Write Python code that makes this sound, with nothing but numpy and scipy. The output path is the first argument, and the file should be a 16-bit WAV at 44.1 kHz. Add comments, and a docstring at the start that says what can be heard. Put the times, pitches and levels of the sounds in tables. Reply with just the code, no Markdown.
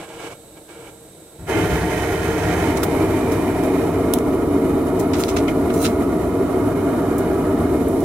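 """Lighting a small gas furnace

A hand torch hisses and flutters outdoors. A gas burner catches with a whoomph and is pushed into the
side port of a clay-lined furnace: its bright open flame gives way to a hollow roar as it drives the
chamber's air modes. The steel pipe clinks in the port, a hook clicks and scrapes as it is picked up,
and the lid swings over the mouth, sweeping the colour of the roar."""
import sys
import numpy as np
from scipy import signal
from scipy.fft import rfft, irfft
from scipy.io import wavfile
from scipy.ndimage import uniform_filter1d, map_coordinates

SR = 44100
rng = np.random.default_rng(int(sys.argv[2]) if len(sys.argv) > 2 else 0)


def generate_wav(sig):
    """Save sig (samples, or channels by samples) to the path in sys.argv[1] as 16-bit PCM at SR."""
    pcm = np.round(np.clip(np.atleast_2d(sig).T, -1, 1) * 32767).astype(np.int16)
    wavfile.write(sys.argv[1], SR, pcm)


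N = 354563
TIME = np.arange(N) / SR
FREQ = np.maximum(np.arange(N // 2 + 1) * SR / N, 1)
BLAST_S, BLAST_RISE_S = 1.452, 0.045  # the burner's flame takes hold

# chamber air modes with the nozzle outside the port (frequency [Hz], width [Hz], gain [dB])
OPEN_CHAMBER_MODES = [(313.5, 34, 13.2), (390, 17, 8.9), (453.4, 33, 13.6), (621, 81, 10.8),
                      (717.6, 31, 12), (818, 20, 6.2), (906, 30, 9.3)]


def undb(db):
    """Decibels to gain."""
    return 10 ** (np.asarray(db) / 20)


def ramp(start_s, rise_s):
    """A straight rise from 0 to 1."""
    return np.clip((TIME - start_s) / rise_s, 0, 1)


def swell(peak_s, half_s):
    """A smooth rise to 1 and fall back to 0."""
    return np.exp(-((TIME - peak_s) / half_s) ** 2)


def wobble(rate_hz):
    """Random levels, each held for 1 / rate_hz seconds and smoothed twice; spread near 1."""
    hold = max(int(SR / rate_hz), 2)
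    steps = np.repeat(rng.standard_normal(N // hold + 1), hold)
    return 1.3 * uniform_filter1d(uniform_filter1d(steps, hold), hold)[:N]


def automation(table):
    """Each value column of a table, joined by straight lines in time."""
    times, *columns = np.transpose(table)
    return [np.interp(TIME, times, column) for column in columns]


def eq_curve(points):
    """(frequency [Hz], value) points joined by straight lines on a log-frequency axis."""
    hz, value = np.transpose(points)
    return np.interp(np.log(FREQ), np.log(hz), value)


def resonances(modes):
    """Gain by frequency of a set of peaks and hollows."""
    return undb(sum(db / (1 + (2 * (FREQ - hz) / width) ** 2) for hz, width, db in modes))


def add(out, start_s, sound):
    """Mix a short sound in at its time."""
    start = max(int(start_s * SR), 0)
    out[:, start:start + sound.shape[1]] += sound[:, :max(N - start, 0)]


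def reflections(sound, strength=0.9, from_hz=4200, left_lag_s=5e-5):
    """Hard surfaces nearby comb the treble; the sound arrives a little earlier on the right."""
    # bounces off furnace wall, paving and ground (left delay [s], right delay [s], gain [ratio])
    echoes = [(.00085, 0.00093, .2), (.00141, 0.0013, 0.31), (.00262, 0.002, .2), (.0061, 0.007, 0.31),
              (0.011, .0109, .16)]
    share = strength / (1 + (from_hz / FREQ) ** 4)
    phase = -2j * np.pi * FREQ
    bounces = sum(gain * np.exp(phase * [[left], [right]]) for left, right, gain in echoes)
    comb = (1 + share * bounces) / np.sqrt(1 + share ** 2 * sum(gain ** 2 for _, _, gain in echoes))
    return irfft(rfft(sound) * comb * np.exp(phase * [[left_lag_s], [0]]), N)


def turbulence(spectrum, modes, pan_db=0):
    """Resonant flow noise at rms 1: the bass is near mono, the treble wide and leaning right."""
    # stereo likeness (frequency [Hz], correlation [0-1])
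    likeness = [(60, .992), (290, .975), (640, .88), (1100, .82), (1600, .55), (3100, .4), (6000, .15),
                (15000, .1)]
    # stereo balance (frequency [Hz], left minus right [dB])
    balance = [(60, 1), (380, 0), (700, -1.2), (1250, -1), (2200, -8), (3200, -6.5), (4600, -4.5),
               (8000, -8.5), (15000, -10)]
    mid, side = rng.standard_normal((2, len(FREQ))) + 1j * rng.standard_normal((2, len(FREQ)))
    alike, sign = eq_curve(likeness), np.array([[1], [-1]])
    noise = np.sqrt(1 + alike) * mid + sign * np.sqrt(1 - alike) * side
    colour = undb(eq_curve(spectrum)) * resonances(modes)
    pan = undb(sign * (eq_curve(balance) + pan_db) / 2)
    flow = reflections(irfft(noise * colour * pan, N))
    return flow / flow.std()


def grit(envelope, hz, octaves, pan_db):
    """Stereo contact noise, shaped by an envelope and filtered to a band around hz."""
    n = len(envelope)
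    freq = np.maximum(np.arange(n // 2 + 1) * SR / n, 1)
    band = np.exp(-0.5 * (np.log2(freq / hz) / octaves) ** 2)
    band /= np.sqrt(np.mean(band ** 2))
    noise = rng.standard_normal((2, n)) + 0.5 * rng.standard_normal(n)
    return irfft(rfft(noise * envelope) * band, n) * undb([[pan_db / 2], [-pan_db / 2]])


def torch(aside_s=1.76, off_s=3.7, fade_s=0.1, attack_s=0.016, release_s=0.016):
    """A whistling gas jet and a small flame that rasps on steel; drawn aside, only the jet hisses on."""
    # spectra of the flame, its rasp and the gas jet (frequency [Hz], level [dB])
    flame_eq = [(20, -20), (50, -6), (90, -3), (170, 0), (250, -9.5), (400, -5.5), (600, -3.5),
                (900, -13.5), (1500, -26), (4000, -42)]
    rasp_eq = [(150, -24), (400, 5.5), (900, 5), (1400, -5), (1900, -8.5), (2400, -6.5), (3300, -6.5),
               (4800, -13.5), (8000, -11.5), (11000, -21), (16000, -34)]
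    jet_eq = [(1000, -6), (2500, -4.5), (4000, -3), (5300, -5.5), (7200, -1), (9000, -0.5), (12000, -3),
              (13000, -7), (16000, -15)]
    # resonances of the flame beside the port, and of the jet (frequency [Hz], width [Hz], gain [dB])
    flame_modes = [(318, 57, 12.5), (466, 23, 12), (1380, 120, 9), (1620, 90, 11), (2250, 170, 12),
                   (2930, 300, 4.5)]
    jet_modes = [(3820, 360, 9.9), (7900, 380, 7.1), (8240, 770, 9.4), (10600, 200, 5), (11850, 300, 9.3)]
    # the flame licks the burner's steel nozzle (start [s], length [s], rasp level [dB])
    touches = [(-0.02, 0.068, -36), (0.073, 0.26, -39.5), (0.187, 0.082, -38), (0.56, 0.016, -44),
               (0.68, 0.22, -44)]
    touch = sum(undb(db) * ramp(start, attack_s) * np.exp(-np.maximum(TIME - start - length, 0) / release_s)
                for start, length, db in touches)
    flame = turbulence(flame_eq, flame_modes) * (undb(-43.5) + undb(-14) * touch)
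    flame *= undb(1.5 * wobble(30))
    rasp = turbulence(rasp_eq, flame_modes, pan_db=1) * (undb(-62.5) + touch)
    rasp *= undb(1.2 * wobble(59.4))
    aside = ramp(aside_s - fade_s, fade_s)
    jet = turbulence(jet_eq, jet_modes, pan_db=3) * undb(-48 - 2 * aside)
    return (flame + rasp) * (1 - aside) + jet * (1 - ramp(off_s - fade_s, fade_s))


def burn_envelope(seated, catch_db, open_db, seated_db, power):
    """Gain of one burner layer: a soft catch, the blast, then a level set by the nozzle's depth."""
    catch = undb(catch_db) * ramp(start_s=1.385, rise_s=0.012)
    full = undb(open_db + (seated_db - open_db) * seated ** power)
    blast = ramp(BLAST_S, BLAST_RISE_S) ** 2
    return catch * (1 - blast) + full * blast


def burner():
    """Unsteady combustion drives the chamber's air; seating the nozzle turns open flame to hollow roar."""
    # how far the nozzle sits in the port (time [s], depth [0-1])
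    seating = [(1.4, 0.02), (2.25, 0.02), (2.64, 0.2), (2.70, 0.44), (2.8, 0.62), (3.5, 0.73), (4.3, 0.99),
               (8.04, 0.97)]
    # the open flame dips and surges on its way to the port
    # (peak [s], half length [s], rumble change [dB], rasp change [dB])
    surges = [(1.557, 0.087, -3, -0.1), (1.702, 0.1, 5, 0.5), (2.52, 0.15, 2, 1.5)]
    # spectra of the flame's layers and the gas jet (frequency [Hz], level [dB])
    rumble_eq = [(15, -38), (28, -23), (45, -10), (70, -0.5), (110, -6), (180, -4.5), (230, -11),
                 (500, -47)]
    open_roar_eq = [(120, -23), (240, -4.5), (400, 2.5), (550, -8.5), (750, -7), (1000, -8), (1400, -19.5),
                    (2500, -40)]
    seated_roar_eq = [(120, -14.5), (210, -1), (250, 3.5), (330, 0.5), (480, -7), (560, -11.5),
                      (760, -13.5), (1000, -14), (1330, -17.5), (1550, -33), (3000, -57)]
    open_rasp_eq = [(300, -27), (700, -16), (1200, 0), (1600, -1), (2000, -0.5), (2450, -5), (2750, -9.5),
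                    (3500, -12), (4600, -13), (7000, -16), (14000, -37)]
    seated_rasp_eq = [(300, -19), (1000, 6), (1400, -3.5), (1650, 2), (2000, 1.5), (2450, -0.5),
                      (2750, -8.5), (3400, -11.5), (4600, -10), (7000, -14.5), (14000, -44)]
    jet_eq = [(1500, -1.5), (3500, -1), (5000, -7.5), (7000, 0), (9000, 4), (11500, 4.5), (13000, 1),
              (14500, -8), (16000, -17)]
    # peaks and hollows of the chamber and the burner tube (frequency [Hz], width [Hz], gain [dB])
    bass_modes = [(100, 20, 8), (116.7, 14, -2.5), (148.4, 9.7, -4.5), (165.7, 28, 5.5), (205.5, 11, -14)]
    seated_chamber_modes = [(208, 10.5, -9), (239, 13, 2), (282.4, 44, 7), (342, 59, 2), (359, 9.5, -6),
                            (382.5, 50, 10.5), (432, 9.7, -9), (449, 40, 10), (620, 64, 9), (685, 63, 11),
                            (764, 24, -8), (814, 43, 4.5), (888, 32, -10.5), (920, 46, 5.5), (990, 45, 3.5),
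                            (1095, 42, -9.5), (1140, 35, 6.5), (1253, 19, -2.5), (1279, 26, 7.5),
                            (1424, 32, 11), (1600, 33, -15)]
    open_tube_modes = [(1403, 22, 12.5), (1550, 25, 5), (1684, 36, 7), (1865, 42, 7), (2085, 47, 5.5),
                       (2290, 120, 2.5), (2550, 42, 9), (2840, 180, -3.5), (3057, 88, 11.5),
                       (3680, 69, 3.5), (4660, 190, -5.5), (6360, 210, 7.5), (8740, 340, 11),
                       (11100, 230, 1)]
    seated_tube_modes = [(1555, 47, 2.5), (1860, 83, 3), (2166, 52, 10), (2230, 45, -8), (2370, 29.4, 6),
                         (2465, 46, 7), (2620, 290, -7), (2916, 58, 10.5), (3070, 96, 6.5), (3480, 170, -3),
                         (3700, 110, 9), (4090, 170, 2.5), (4700, 300, -4), (10900, 600, 3)]

    seated, = automation(seating)
    inside, outside = np.sqrt(seated), np.sqrt(1 - seated)
    flutter = wobble(45)  # the flame front flaps, moving roar, rasp and jet together
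    overshoot_db = 1.5 * swell(peak_s=1.555, half_s=0.036)
    rumble_surge_db = sum(db * swell(peak, half) for peak, half, db, _ in surges)
    rasp_surge_db = sum(db * swell(peak, half) for peak, half, _, db in surges)

    rumble = turbulence(rumble_eq, bass_modes) * undb(rumble_surge_db)
    rumble *= burn_envelope(seated, catch_db=-36, open_db=-25.5, seated_db=-28, power=3.2)

    roar = outside * turbulence(open_roar_eq, OPEN_CHAMBER_MODES)
    roar += inside * turbulence(seated_roar_eq, seated_chamber_modes)
    roar *= burn_envelope(seated, catch_db=-44, open_db=-28.5, seated_db=-18, power=0.13)
    roar *= undb(overshoot_db + 0.71 * flutter)

    rasp = outside * turbulence(open_rasp_eq, open_tube_modes, pan_db=-1)
    rasp += inside * turbulence(seated_rasp_eq, seated_tube_modes)
    rasp += port_gap(seated)
    rasp *= burn_envelope(seated, catch_db=-56, open_db=-30.5, seated_db=-42, power=2)

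    jet = turbulence(jet_eq, seated_tube_modes, pan_db=1.5) * undb(1.2 * flutter)
    jet *= burn_envelope(seated, catch_db=-60, open_db=-41, seated_db=-44.5, power=6)

    rasp_motion_db = rasp_surge_db + overshoot_db + 0.8 * flutter + 0.98 * wobble(250)
    return rumble + roar + rasp * undb(rasp_motion_db) + jet


def whoomph(peak_s=1.573, rise_s=0.021, fall_s=0.028):
    """Gas gathered in the chamber goes up in one thump; the blast sets the burner tube singing."""
    # tube modes rung by the blast (frequency [Hz], width [Hz], gain [dB])
    tube_modes = [(2100, 79, 16), (2530, 70, 11), (3080, 90, 16)]
    # spectra of the thump and the tube's ring (frequency [Hz], level [dB])
    thump_eq = [(40, -14), (90, 10), (180, -9), (320, 5), (480, -7), (800, -35), (2500, -44)]
    ring_eq = [(1300, -25), (2100, 0), (3100, -6), (4000, -30)]
    age = TIME - peak_s
    thump = turbulence(thump_eq, OPEN_CHAMBER_MODES) * np.exp(np.minimum(age / rise_s, -age / fall_s))
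    ring = turbulence(ring_eq, tube_modes) * swell(1.57, 0.083) * ramp(BLAST_S, BLAST_RISE_S)
    return undb(-13) * thump + undb(-32.5) * ring


def port_gap(seated, loudest_depth=0.7, depth_spread=0.24, glide=0.24):
    """The gap round the nozzle resonates while it is part way in, rising in pitch as it narrows."""
    # air mode of the ring-shaped gap (frequency [Hz], width [Hz], gain [dB])
    gap_modes = [(2360, 260, 17)]
    ring = turbulence([(1200, -28), (2300, 2), (4500, -31)], gap_modes)
    offset = seated - loudest_depth
    playhead = np.cumsum(1 + glide * offset) % N
    gliding = np.array([map_coordinates(channel, [playhead], mode="mirror") for channel in ring])
    return gliding * np.exp(-(offset / depth_spread) ** 2) * undb(-8)


def scrapes(rough_db=3.0, grain_db=1.0):
    """Something hard drags over grit in uneven slips and snapping grains; some drags ring the hook."""
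    # (peak [s], rise [s], fall [s], level [dB], centre [Hz], width [octaves], hook share [0-1])
    drags = [(2.774, 0.0088, 0.012, -33, 4770, 1.1, 0.1), (4.999, 0.004, 0.014, -32, 8040, 0.88, .3),
             (5.135, 0.0014, 0.021, -29.5, 3800, 0.83, 0), (5.205, 0.03, 0.049, -33, 6300, 1.4, 0.6),
             (5.287, 0.003, 0.02, -28, 4400, 1.1, 0.25), (5.367, 0.0033, 0.016, -25.5, 3800, 0.98, 0.2),
             (5.485, .004, 0.0074, -31, 2300, 0.11, 0), (5.487, 0.0061, 0.006, -35, 3130, 0.12, 0),
             (5.481, 0.0022, 0.019, -34.5, 3280, 0.9, 0.1), (5.704, .004, 0.0063, -33, 2520, 0.9, 0),
             (5.740, 0.0044, 0.022, -36.5, 8500, 1.2, 1), (5.838, 0.045, 0.036, -31, 9200, 1.3, 1),
             (5.859, 0.014, 0.016, -26, 4000, 0.85, 0.55)]
    # thin rings of the steel hook (frequency [Hz], width [Hz], gain [dB])
    hook_modes = [(2700, 100, 11), (4060, 110, 13), (5870, 59, 14), (6400, 70, 9), (7300, 97, 15),
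                  (8100, 460, -11), (8700, 80, 17), (8850, 90, 10), (9660, 60, 15), (10700, 58, 11),
                  (11030, 80, 7), (11300, 140, 11), (14500, 900, -10), (15400, 200, 11)]
    plain, ringing = np.zeros((2, 2, N))
    age = TIME[:SR // 2] - 0.25
    for peak_s, rise_s, fall_s, db, hz, octaves, share in drags:
        grains = undb(grain_db * np.minimum(rng.exponential(size=len(age)), 6))
        slips = undb(rough_db * wobble(700)[:len(age)]) * grains / np.sqrt(np.mean(grains ** 2))
        envelope = np.exp(np.minimum(age / rise_s, -age / fall_s)) * slips
        scrape = undb(db) * grit(envelope, hz, octaves, pan_db=-2.5)
        add(plain, peak_s + age[0], (1 - share) * scrape)
        add(ringing, peak_s + age[0], share * scrape)
    return plain + irfft(rfft(ringing) * resonances(hook_modes), N)


def clicks(ring_hz=14400, ring_t60=0.11, tail_db=-27, tail_t60=0.19):
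    """Each contact cracks, scatters briefly off the ground and rings a cluster of high pipe modes."""
    # hits of steel and grit (time [s], level [dB], centre [Hz], width [octaves], t60 [s], ring [dB])
    hits = [(2.778, -35, 9500, .05, .04, -34), (2.8313, -23.5, 3500, 1.2, 0.032, -13),
            (2.8345, -22.5, 8000, 2, 0.056, -10.5), (3.3185, -34.5, 7000, 1.2, 0.16, -12),
            (3.635, -35, 7000, 1.2, 0.038, -5), (4.137, -8.5, 10900, .42, 0.01, -45),
            (4.1370, -14.5, 3540, 0.22, 0.009, -45), (4.1370, -18, 5700, 0.22, 0.0067, -45),
            (4.14, -28, 9500, .8, 0.037, -35), (4.1870, -24, 4800, 1, 0.0057, -40),
            (5.2373, -11, 4100, 0.64, 0.0036, -40), (7.1824, -29.5, 11000, 0.73, 0.054, -30),
            (7.882, -35.5, 10500, 0.42, .05, -27), (8.0043, -37, 9900, 1, 0.049, -35)]
    out = np.zeros((2, N))
    age = TIME[:SR // 4] - 0.002
    struck, elapsed = age >= 0, np.maximum(age, 0)
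    for at_s, db, hz, octaves, t60, ring_db in hits:
        crack = struck * (undb(-60 * elapsed / t60) + undb(tail_db - 60 * elapsed / tail_t60))
        ring = struck * undb(ring_db - 60 * elapsed / ring_t60)
        click = grit(crack, hz, octaves, pan_db=-3) + grit(ring, ring_hz, octaves=0.02, pan_db=-3)
        add(out, at_s + age[0], undb(db) * click)
    return out


def under_lid(fire, mids_from_hz=800, echo_from_hz=1400, top_hz=3200, sound_m_per_s=343):
    """The lid throws the roar's mids forward, then shades them; its moving echo sweeps the colour."""
    # the lid swings over the mouth (time [s], extra echo path [m], echo gain [ratio], mids [dB])
    swing = [(5.5, 0.47, 0, 1.5), (6.35, 0.54, 0.45, 0.5), (6.9, 0.43, 0.12, 1.5), (7.25, 0.45, 0.28, 1.5),
             (7.7, 0.31, 0, 1.5), (8.04, .33, 0.13, -4)]
    # the wedge of air under the tilted lid (frequency [Hz], width [Hz], gain [dB])
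    wedge_modes = [(400, 120, 1), (990, 136, -2.5), (1200, 200, 3), (1590, 280, 5.5), (2330, 170, -4)]
    path_m, echo_gain, mids_db = automation(swing)
    spectrum = rfft(fire)
    dulled = spectrum / (1 + (FREQ / top_hz) ** 8)
    mids = irfft(dulled / (1 + (mids_from_hz / FREQ) ** 8), N)
    bounced = irfft(dulled / (1 + (echo_from_hz / FREQ) ** 8), N)
    echo = np.array([np.interp(TIME - path_m / sound_m_per_s, TIME, channel) for channel in bounced])
    wedge = irfft(spectrum * (resonances(wedge_modes) - 1), N) * swell(peak_s=7.07, half_s=0.61)
    return fire + (undb(mids_db) - 1) * mids + echo_gain * echo + wedge


def scene():
    """Torch, burner and steel handling, close by in the open air."""
    # body of the steel parts, in every click and scrape (frequency [Hz], width [Hz], gain [dB])
    steel_modes = [(1310, 420, 21.5), (2150, 610, 5.5), (3520, 350, 1), (4570, 470, -4.5), (5200, 340, 1),
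                   (10200, 490, 0.5)]
    fire = under_lid(burner() + whoomph())
    contacts = clicks() + reflections(scrapes(), strength=0.7)
    return torch() + fire + irfft(rfft(contacts) * resonances(steel_modes), N)


def record(dry):
    """A soft clip rounds the highest peaks and a steep low-pass cuts the very top."""
    ceiling, top_hz = 0.62, 15800
    rounded = dry / (1 + (dry / ceiling) ** 12) ** (1 / 12)
    return signal.sosfilt(signal.ellip(10, 0.2, 80, top_hz, fs=SR, output="sos"), rounded)


dry = scene()
out = record(dry)
generate_wav(out)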